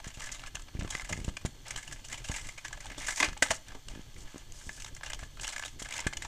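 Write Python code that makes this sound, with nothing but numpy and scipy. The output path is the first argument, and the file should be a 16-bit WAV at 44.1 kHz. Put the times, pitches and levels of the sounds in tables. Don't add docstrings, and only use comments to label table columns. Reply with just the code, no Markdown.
import sys
import numpy as np
from scipy import signal
from scipy.io import wavfile
from scipy.ndimage import uniform_filter1d

SR = 44100
rng = np.random.default_rng(int(sys.argv[2]) if len(sys.argv) > 2 else 0)


def volts(x):
    e = np.asarray(x, float) / 20
    return 10 ** e


def generate_wav(sig):
    pcm = np.round(np.clip(np.atleast_2d(sig).T, -1, 1) * 32767).astype(np.int16)
    wavfile.write(sys.argv[1], SR, pcm)


N = 276815
HZ = np.fft.rfftfreq(4096, 1 / SR)

# crest
# t/s, panel level/dB, crisp edge against panel/dB, fall by 8 dB/ms, ring f/Hz
BURSTS = [(0.0452, -41, -3.5, 3, 1800), (0.0576, -49.5, -1, 8, 1780), (0.0777, -47, 4.5, 8, 1980),
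          (0.1052, -51, -5.5, 7, 1970), (0.1454, -50.5, 1, 15, 2730), (0.1744, -49, -7, 7, 760),
          (0.1993, -51, 8, 0, 3610), (0.2068, -37.5, -3, 0, 1210), (0.2218, -40, -1.5, 14, 1850),
          (0.2425, -44, 2, 4, 1750), (0.2612, -51, 8, 7, 3180), (0.273, -44.5, -6, 12, 1740),
          (0.2915, -38, -13.0, 2, 2020), (0.3206, -44, 8, 9.5, 2030), (0.3468, -45, -2, 18, 3610),
          (0.002, -43.5, -8, 3, 700), (0.3955, -44.0, -5.0, 3, 2770),
          (0.4385, -38.5, -10, 2.5, 1530), (0.4635, -43.5, -3, 3, 2530), (0.472, -44, -1, 6, 1680),
          (0.5552, -34, 0.5, 3, 2700), (0.5701, -42, -21, 3.5, 1450), (0.597, -48, -1, 6.5, 1270),
          (0.5495, -42.5, 0, 3, 1310), (0.6217, -50.5, 6, 2.5, 3340), (0.686, -47, -17, 3.5, 845),
          (0.7508, -58, -11, 5, 2000), (0.7694, -48, -13, 3, 2210), (0.7961, -47.5, 3, 8, 2780),
          (0.8102, -38.5, -18, 3, 1680), (0.8238, -38, -13, 1, 610), (0.8333, -53, 11.5, -4, 2060),
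          (0.8489, -45, -9, 10.5, 1260), (0.8773, -42, -5, 2.5, 905), (0.9063, -37.5, 5, 5.5, 3150),
          (0.9254, -43.5, -5, 11, 1770), (0.9373, -45, -2, -7, 1670),
          (0.9516, -25.5, -12, 1.5, 1940), (0.9783, -43, -3, 1.5, 860),
          (0.998, -38, -8, 3.7, 2070), (1.012, -48, -11, 4, 1670), (1.02, -42, -2, 3.8, 1390),
                 (1.0487, -43, 0.5, 7.8, 2000), (1.0958, -37, -0.5, 10, 660), (1.119, -50, -13, 3.4, 2080),
                 (1.1282, -30, -5, 5.3, 2010), (1.168, -47, 0, 3.6, 2000), (1.176, -44, -3, 2.7, 2100),
                 (1.202, -45, 0.5, 2.6, 2100), (1.247, -43, 6.5, 2.8, 2730), (1.2807, -43, -8, 5.1, 680),
                 (1.289, -42.5, -2.5, 3.2, 600), (1.2964, -49, -5, 4.4, 3110), (1.37, -33, -5.5, 2.9, 2490),
                 (1.453, -35.5, -5, 4, 594), (1.4603, -37.5, 2, 4.2, 1730), (1.6573, -48.5, -23, 5.2, 2030),
                 (1.683, -45.5, 7.5, 3.5, 2040), (1.709, -36, 1, 6.2, 2220), (1.7625, -34, -0.5, 2.9, 3080),
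                 (1.7773, -41, 1.5, 12, 1650), (1.83, -46.5, 0, 7.2, 2100), (1.879, -41, -2, 4.9, 2820),
                 (1.9137, -46.5, -2, 6.2, 1620), (1.9268, -44, 5.5, 6.9, 1800),
                 (1.9615, -52, -11, 8.3, 1950), (2.049, -47.5, 3, 13, 2940), (2.0863, -50, 8, 2.3, 1660),
                 (2.101, -48.5, 1, 11, 1770), (2.117, -45, -1, 5.1, 2060), (2.128, -36, -1, 6.2, 2100),
                 (2.145, -39.5, -4, 7.5, 2930), (2.18, -46, 0.5, 10.6, 2120), (2.247, -43.5, 2, 12, 2700),
                 (2.2878, -39.5, 0, 5.3, 2880), (2.301, -41, -19, 5.2, 800),
                 (2.317, -42.5, 4.5, 10.4, 1840), (2.344, -39, -3, 14.6, 2200),
          (2.3645, -36, 2, 7.2, 1840), (2.384, -40.5, -6, 4.6, 1760), (2.3974, -47, 0, 8.5, 2100),
                  (2.415, -50, 6, 5.5, 3120), (2.448, -48.5, -1, 19, 2090), (2.471, -50.5, 10, 2.5, 1750),
                  (2.4905, -38.5, -3, 5.2, 2100), (2.5808, -40, -4, 7.9, 2270),
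                  (2.6512, -36.5, -4, 11, 1900), (2.683, -43.5, 4.5, 1.6, 2150),
                  (2.7085, -48.5, -16, 7.6, 920), (2.73, -37, 0, 3.3, 1580), (2.744, -50, -15, 12, 1050),
                  (2.7744, -45, -9.0, 5.9, 610), (2.807, -44, 0.5, 7, 2080), (2.827, -53, -5.0, 4.7, 1570),
                  (2.847, -49, 2, 3, 810), (2.858, -47.5, 4, 2.2, 845), (2.8674, -44, -4, 5.3, 3570),
                  (2.902, -40, -9, 4.5, 2060), (2.919, -42.5, -6, 6.5, 2060), (2.9828, -41.5, 0, 13, 3550),
                  (3.0157, -42, -16, 30, 2070), (3.0293, -53, -4, 12.3, 2130), (3.0478, -48, 1, 12, 2080),
                  (3.07, -38.5, 4.5, 7.2, 1950), (3.0862, -29, -2, 9.6, 1750), (3.108, -36.5, 3, 5.9, 2060),
                  (3.125, -39.5, -1.0, 9.4, 1800), (3.161, -45.5, 10, 4.3, 2020),
                  (3.1747, -41.5, 5.5, 13, 2040), (3.2022, -21.5, -3.5, 7.4, 2060),
                  (3.2279, -20, -7.5, 6.3, 2100), (3.2467, -29, -3, 8.5, 2060), (3.296, -52, -5, 17, 1610),
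                  (3.3303, -46, -0.5, 3.3, 1590), (3.3762, -45, 3, 3.2, 2820),
                  (3.4248, -15.5, -2.5, 6.4, 1850), (3.514, -27.5, 0, 5.9, 650),
          (3.6847, -49, 3.5, 3.9, 1610), (3.7063, -49, -10.5, 3.8, 1740),
                  (3.7215, -48, -10, 5.4, 850), (3.7498, -45, -7, 7.6, 850), (3.8855, -40.5, 1.5, 2, 2900),
                  (3.903, -54, 1, 19, 640), (3.952, -45, -14, 3.3, 1600), (4.164, -51, -10, 6.2, 2130),
                  (4.363, -52, -17, 8, 810), (4.381, -57.5, 14.5, 2.1, 1800), (4.5231, -51, 12, 0.94, 2870),
                  (4.6142, -52.5, -4, 8.3, 1560), (4.6936, -34, -12, 2, 1660), (4.779, -51, -3, 8.8, 1590),
                  (4.8025, -43, 2, 4.9, 2740), (4.8226, -42, 3, 2.1, 2790), (4.8471, -36, -1, 2.7, 3650),
                  (4.864, -41, -6, 2.7, 2690), (4.881, -49.0, 1, 6.8, 1600), (4.95, -54, 12, 3, 4200),
                  (4.967, -46, 0.5, 5.7, 1930), (5.0112, -41.5, -20, 2.1, 880), (5.0348, -35, -7, 3, 1660),
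                  (5.049, -51, 4, 5.1, 1570), (5.063, -39.5, -1.5, 4.6, 2760),
                  (5.0724, -44.5, -10, 4.1, 3180), (5.0812, -53, 2, 5.7, 1710), (5.1019, -35, 1, 3.2, 1580),
                  (5.1206, -41, -9, 2.2, 2210), (5.1339, -33.5, -2.0, 2, 3270),
                  (5.147, -44.5, 4, 3.5, 3020), (5.193, -40.5, -3.5, 4.3, 1570),
                  (5.219, -52, -3, 4.3, 1650), (5.235, -40.5, -6.5, 3, 1700), (5.3734, -47.5, -8, 5, 1320),
                  (5.398, -37, -10, 1.7, 2780), (5.4144, -52.5, 14, 9.4, 3660), (5.4353, -40, 3, 7.8, 1810),
                  (5.4468, -35.5, -5, 7.3, 2820),
          (5.4715, -37.5, 2, 2.2, 3000), (5.4788, -35, 5, 2.1, 1570),
                  (5.4907, -35, -3.5, 12.5, 3970), (5.527, -45.5, 3, 8, 2080), (5.534, -43, -4, 9.1, 1590),
                  (5.5636, -36, -2, 4.9, 1700), (5.582, -37, 1, 2.3, 2180), (5.5965, -34, -0.5, 2.1, 1590),
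                  (5.6163, -48, 1, 2.9, 2130), (5.626, -37, -7.0, 3.3, 1630),
                  (5.637, -34.5, -19, 1.6, 2850), (5.6511, -35.5, -2, 2.8, 3760),
                  (5.66, -36.5, -1, 5.4, 3700), (5.6818, -46.5, 0, 7.7, 2710),
                  (5.7996, -44.5, 4.5, 11.3, 1730), (5.8247, -43, 6, 5.7, 3220), (5.85, -44, -3, 6.1, 2060),
                  (5.8582, -38, -10, 3.7, 1540), (5.8688, -50, -3.5, 3.9, 1580),
                  (5.8888, -41.5, 1, 2.7, 2050), (5.909, -37.5, -2, 3.9, 2060),
                  (5.9257, -37, -3, 5.8, 2360), (5.9405, -38, -1, 6, 3520), (5.957, -42.5, -3, 11, 1670),
                  (5.967, -41, 2, 5.7, 2220), (5.9807, -34, 2, 1.6, 2210), (5.9937, -30, -6, 1.6, 1940),
                  (6.005, -37, 3.5, 4.1, 2090), (6.0265, -54, -3.5, 3.1, 1690), (6.043, -42, -13, 2, 1580),
                  (6.056, -45.5, -10, 5.3, 2200), (6.0702, -26, -3, 4.3, 1770),
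                  (6.128, -39.5, -9.0, 3.5, 1700), (6.135, -35.5, -3.5, 3.3, 2070),
                  (6.1719, -34, 1.5, 3.5, 2920), (6.224, -37.5, -1, 6.9, 1910),
                  (6.2402, -58, -0.5, 8.5, 1730), (6.25, -39, -6, 6.6, 850), (6.2727, -39.5, 2, 2.9, 2110),
          (3.5077, -24, -3, 2.5, 1800),
    (4.017, -59, 4, 3, 2900),
    (4.1455, -61, 7, 3, 3560),
]
RISE_MS, RISE_PER_FALL = 1.13, 0.27
CRACK_DB, CRACK_PACE = -22, 0.4

# start t/s, length/s, pressure level/dB, fine scrape against it/dB
STROKES = [(0.027, 0.095, -52, -7), (0.17, 0.19, -51.5, -6), (0.37, 0.11, -50, -9), (0.58, 0.044, -63, -4),
           (0.669, 0.018, -51, -20), (0.736, 0.026, -51, -16), (0.78, 0.084, -54.5, -9),
           (1.407, 0.011, -49, 1), (0.883, 0.13, -47, -0.5), (1.045, 0.24, -52.5, -4),
           (1.643, 0.15, -47.5, -13), (1.785, 0.23, -55.5, -1.5), (2.086, 0.14, -53.5, -4),
           (2.226, 0.31, -54, 2.5), (2.55, 0.22, -62, 2), (2.81, 0.22, -51, -9), (2.977, 0.22, -53, 8),
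           (3.16, 0.13, -39.5, -8), (3.414, 0.15, -44.5, 0.5), (3.651, 0.079, -53, -18),
           (3.883, 0.14, -54, -12), (4.168, 0.071, -56.5, 4.5), (4.232, 0.19, -54.5, -5),
           (4.52, 0.35, -59.5, 8), (4.638, 0.14, -65.5, 14), (5.018, 0.13, -49.5, -9),
           (5.188, 0.073, -52.5, -1), (5.372, 0.18, -50.5, -10), (5.544, 0.19, -67, 10),
           (5.78, 0.16, -55, -10), (5.89, 0.16, -46.5, -17), (6.19, .1, -52, -8)]
LAND_S, LEAVE_S = 0.012, 0.005
EASE = 0.079
RESTING_DB, RESTING_FINE_DB = -61.5, -63.5
SAG_DB = -3

# deepest point t/s, level/dB, width/ms
PUSHES = [(0.07, -27.5, 2.8), (0.1755, -32.5, 3.9), (0.549, -35, 3.7), (0.754, -22, 5.1),
          (0.794, -20.5, 4.9), (0.8233, -23.5, 3.7), (0.849, -23, 1.3), (0.952, -28, 0.99),
          (1.106, -32, 2.8), (1.115, -26, 2.7), (1.1267, -25, 3.4), (1.139, -29, 1.9), (1.159, -31, 2.2),
          (1.178, -28, 1.9), (1.191, -27, 2.3), (1.2, -29, 3.9), (1.217, -29, 4.4), (1.2495, -28, 3.2),
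          (1.2824, -17.5, 3.2), (1.4514, -15.5, 2.4), (2.299, -20, 3.4), (3.2885, -24, 13.2),
          (3.4236, -30, 2.4), (3.506, -27, 3.5), (4.672, -29.5, 6.4), (5.2313, -28.5, 7.9),
          (5.8202, -26.5, 0.7), (6.067, -15.5, 1.8)]
# crest t/s, level/dB, width/ms
SLIPS = [
    (3.916, -46, 1.4),
    (3.938, -41, 1.6),
    (3.959, -38, 1.2),
    (3.976, -37, 1.6),
    (3.995, -36.5, 1.9),
    (4.345, -35.5, 0.9),
    (4.36, -31.5, 0.65),
]
# t/s, level/dB, ring f/Hz, fall by 8 dB/ms
KNOCKS = [(0.433, -49.5, 795, 6.5), (5.228, -36, 625, 2), (2.855, -41, 834, 2.5), (2.91, -49, 276, 7),
          (2.976, -42.5, 290, 5), (3.083, -34, 960, 2.5), (3.2, -34.5, 1010, 9), (3.227, -29.5, 1114, 10),
          (3.231, -39, 307, 18), (3.366, -45.5, 834, 5.5), (3.421, -28.5, 320, 1.5), (3.508, -25, 635, 7),
          (3.749, -50, 270, 13), (3.284, -41, 263, 4), (5.097, -54, 620, 8), (3.204, -39, 290, 10),
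          (3.422, -39, 940, 1), (5.988, -30, 910, 2), (6.245, -38, 835, 0.5)]

# f/Hz, width/Hz, lift/dB
BOX_MODES = [(620, 165, 4), (880, 50, 4.5), (2820, 900, 6), (3560, 610, 1)]
# f/Hz, level/dB per Hz
CARD_COLOUR = [(250, -0.5), (600, -5), (1300, -4.5), (2200, -6), (4400, -10), (6400, -4.5), (8000, -4),
               (15000, -24.5)]
# low f/Hz, high f/Hz
PANEL_AND_EDGE = [(300, 4700), (4200, 20000)]

# f/Hz, level/dB per Hz
RUMBLE_COLOUR = [(12, 2.5), (40, 4.5), (54, -8.5), (125, -8), (175, -20.5), (300, -20), (700, -34),
                 (1100, -68.5)]
TREMOR_DB = -47.5
# f/Hz, level/dB per Hz
HISS_COLOUR = [(300, -41), (760, 5.5), (1400, -2.5), (2200, -7), (4800, -2.5), (9760, -2.5), (14500, 3.5),
               (15500, -12)]
HISS_DB = -62.5
# f/Hz, width/Hz, lift/dB
MIC_BANDS = [(3270, 1100, 15), (4380, 290, 11.5), (6120, 550, 10.5)]
# f/Hz, level/dB
WHINE = [(14426, -84)]
# f/Hz, width/Hz, lift/dB
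CASE_MODES = [(398, 130, -17.5), (1449, 74, -7), (1570, 37, 4), (1700, 145, 6), (1845, 77, -6.5),
              (2060, 103, 5), (2642, 50, -10.5), (7300, 140, 0), (7280, 230, 2.5), (7580, 200, -7),
              (8360, 310, -5), (9050, 270, 7)]


def evened(x):
    return x / np.sqrt(np.mean(x ** 2) + 1e-20)


def lumps(first, second):
    smooth = uniform_filter1d(rng.standard_normal(N), size=first)
    return evened(uniform_filter1d(smooth, size=second))


def read(points, hz):
    f, value = np.transpose(points)
    return np.interp(np.log(hz + 1), np.log(f + 1), value)


def lifts(bands):
    return sum(db / (1 + (2 * (HZ - hz) / width) ** 2) for hz, width, db in bands)


def add(mix, s, sound):
    part = mix[max(round(s * SR), 0):][:len(sound)]
    part += sound[:len(part)]


def coloured(x, gain):
    log = np.log(np.maximum(gain / gain.max(), 1e-5))
    full = np.r_[log, log[-2:0:-1]]
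    taps = np.fft.ifft(np.exp(np.conj(signal.hilbert(full)))).real
    return signal.oaconvolve(x, taps / np.linalg.norm(taps))[:N]


def microphone():
    port_db = -7.94 / (1 + (8780.0 / (HZ + 1)) ** 40)
    return volts(lifts(CASE_MODES) + port_db)


def camera():
    t = np.arange(N) / SR
    colour = volts(read(HISS_COLOUR, HZ) + lifts(MIC_BANDS)) * microphone()
    hiss = volts(HISS_DB) * coloured(rng.standard_normal(N), colour)
    return hiss + sum(np.sqrt(2) * volts(db) * np.sin(2 * np.pi * hz * t) for hz, db in WHINE)


def rumble(shoves):
    shake = rng.standard_normal(N) * volts(TREMOR_DB + 3.2 * lumps(2000, 1500))
    after = signal.lfilter([.0012], [1, -.9988], abs(shoves))
    low_band = signal.butter(2, [45., 220.], "band", fs=SR)
    rough = evened(signal.lfilter(*low_band, rng.standard_normal(N)))
    return coloured(shake, volts(read(RUMBLE_COLOUR, HZ))) + volts(-6.5) * after * rough


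def box_band(lo, hi, ring):
    edges = 1 / np.sqrt((1 + (lo / (HZ + 1)) ** 8) * (1 + (HZ / hi) ** 8))
    return volts(read(CARD_COLOUR, HZ) + ring * lifts(BOX_MODES)) * edges * microphone()


def fibres(per_s, spread_db, smooth):
    breaks = rng.random(N) < per_s / SR
    size = volts(spread_db * np.minimum(rng.exponential(1, N), 4)) * breaks
    decay = np.exp(-1000 / (SR * 0.55))
    spits = np.sqrt(signal.lfilter([1], [1, -decay], size ** 2))
    return evened(evened(spits * rng.standard_normal(N)) + smooth * rng.standard_normal(N))


def ringing(x, hz, width_hz, share):
    ring = signal.lfilter(*signal.iirpeak(hz, hz / width_hz, fs=SR), x)
    return evened((1 - share) * evened(x) + share * evened(ring)) * np.sqrt(np.mean(x ** 2))


def snaps():
    ms = np.arange(-1000, 3000) / SR * 1000
    buses = np.zeros((2, N + 4000))
    low, high = [np.pad(fibres(per_s=9000., spread_db=3.5, smooth=0.38), (1000, 3000))
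                 for _ in PANEL_AND_EDGE]
    bursts = BURSTS
    for (s, db, crisp_db, fall_ms, ring_hz), edge_at in zip(bursts, rng.random(len(bursts))):
        pace = CRACK_PACE if db > CRACK_DB else 1
        rise_ms = max(pace * (RISE_MS + RISE_PER_FALL * fall_ms), .5)
        swell_db = -8 * (np.minimum(ms, 0) / rise_ms) ** 2
        shape = volts(swell_db - 8 * np.maximum(ms, 0) / max(fall_ms, 1))
        here = slice(round(s * SR), round(s * SR) + len(ms))
        panel = low[here] * shape
        edge = (0.39 * low[here] + 0.41 * high[here]) * shape
        panel = ringing(panel, ring_hz, width_hz=290.0, share=0.29)
        edge = ringing(edge, 5800 + 2500 * edge_at, width_hz=910.0, share=0.13)
        add(buses[0], s, volts(db - 3.5) * panel)
        add(buses[1], s, volts(db + crisp_db + 2.5) * edge)
    return sum(coloured(bus[1000:], box_band(*band, ring=0.78))
               for bus, band in zip(buses, PANEL_AND_EDGE))


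def contact():
    t = np.arange(N) / SR
    power = volts([[RESTING_DB], [RESTING_FINE_DB]]) ** 2
    for start, length, db, fine_db in STROKES:
        landing = (t - start) / (LAND_S + EASE * length)
        leaving = (start + length - t) / (LEAVE_S + EASE * length) + 1
        held = np.clip(np.minimum(landing, leaving), 0, 1)
        sag_db = SAG_DB * np.clip((t - start) / length, 0, 2)
        power = power + (held * volts(np.array([[db], [db + fine_db]]) + sag_db)) ** 2
    return 10 * np.log10(power)


def rustle():
    panel_db, scrape_db = contact()
    firm = np.clip((panel_db + 58) / 8., .15, 1)
    out = 0
    for level_db, band, ring in zip((panel_db, scrape_db), PANEL_AND_EDGE, (.9, .7)):
        level = volts(level_db - 3.0 + 3.6 * firm * lumps(200, 120))
        drive = fibres(per_s=3400.0, spread_db=5.0, smooth=0.76) * level
        out = out + coloured(drive, box_band(*band, ring))
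    return out


def pushes():
    t = np.arange(4000) / SR
    inward, jerks = np.zeros((2, N))
    for bus, table in ((inward, PUSHES), (jerks, SLIPS)):
        for s, db, width_ms in table:
            u = t / (0.00039 * width_ms)
            add(bus, s - 0.000574 * width_ms, volts(db - 3.0) * (u * np.exp(1 - u)) ** 0.93)
    shudder = signal.lfilter(*signal.iirpeak(280., 2.5, fs=SR), jerks)
    low_cut = signal.butter(2, 28., "high", fs=SR)
    out = signal.lfilter(*low_cut, jerks + 2.3 * shudder - inward)
    wobble = signal.lfilter(*signal.butter(1, [45., 110.], "band", fs=SR), out)
    return out + 0.1 * wobble


def knocks():
    ms = np.arange(3000) / SR * 1000
    out = np.zeros(N)
    for s, db, hz, fall_ms in KNOCKS:
        shape = (1 - np.exp(-(ms / 2.07) ** 2)) * volts(-8 * ms / max(fall_ms, 2))
        wide_band = signal.butter(2, [0.86 * hz, 3.0 * hz], "band", fs=SR)
        rub = evened(signal.lfilter(*wide_band, rng.standard_normal(len(ms))))
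        tone = np.sqrt(2) * np.sin(2 * np.pi * hz * ms / 1000)
        add(out, s, volts(db + 10.0) * shape * (0.45 * tone + 0.48 * rub))
    return out


def boxed(x):
    t = np.arange(9000) / SR
    decay = volts(-60 * t / 0.25)
    tail = rng.standard_normal(len(t)) * decay * (1 - np.exp(-t / 0.0024))
    return x + volts(-13.5) * signal.oaconvolve(x, tail / np.linalg.norm(tail))[:N]


def scene():
    shoves = pushes()
    mix = boxed(snaps() + knocks()) + rustle() + shoves + rumble(shoves) + camera()
    return mix[None] + .001


def top_cut(x):
    return signal.sosfilt(signal.butter(12, 15400, fs=SR, output="sos"), x)


def record(dry):
    band = signal.firwin2(401, [0, 14950, 15150, SR / 2], [1, 1, .05, .03], fs=SR)
    mix = signal.oaconvolve(dry, band[None], "same")
    return top_cut(mix)


dry = scene()
out = record(dry)
generate_wav(out)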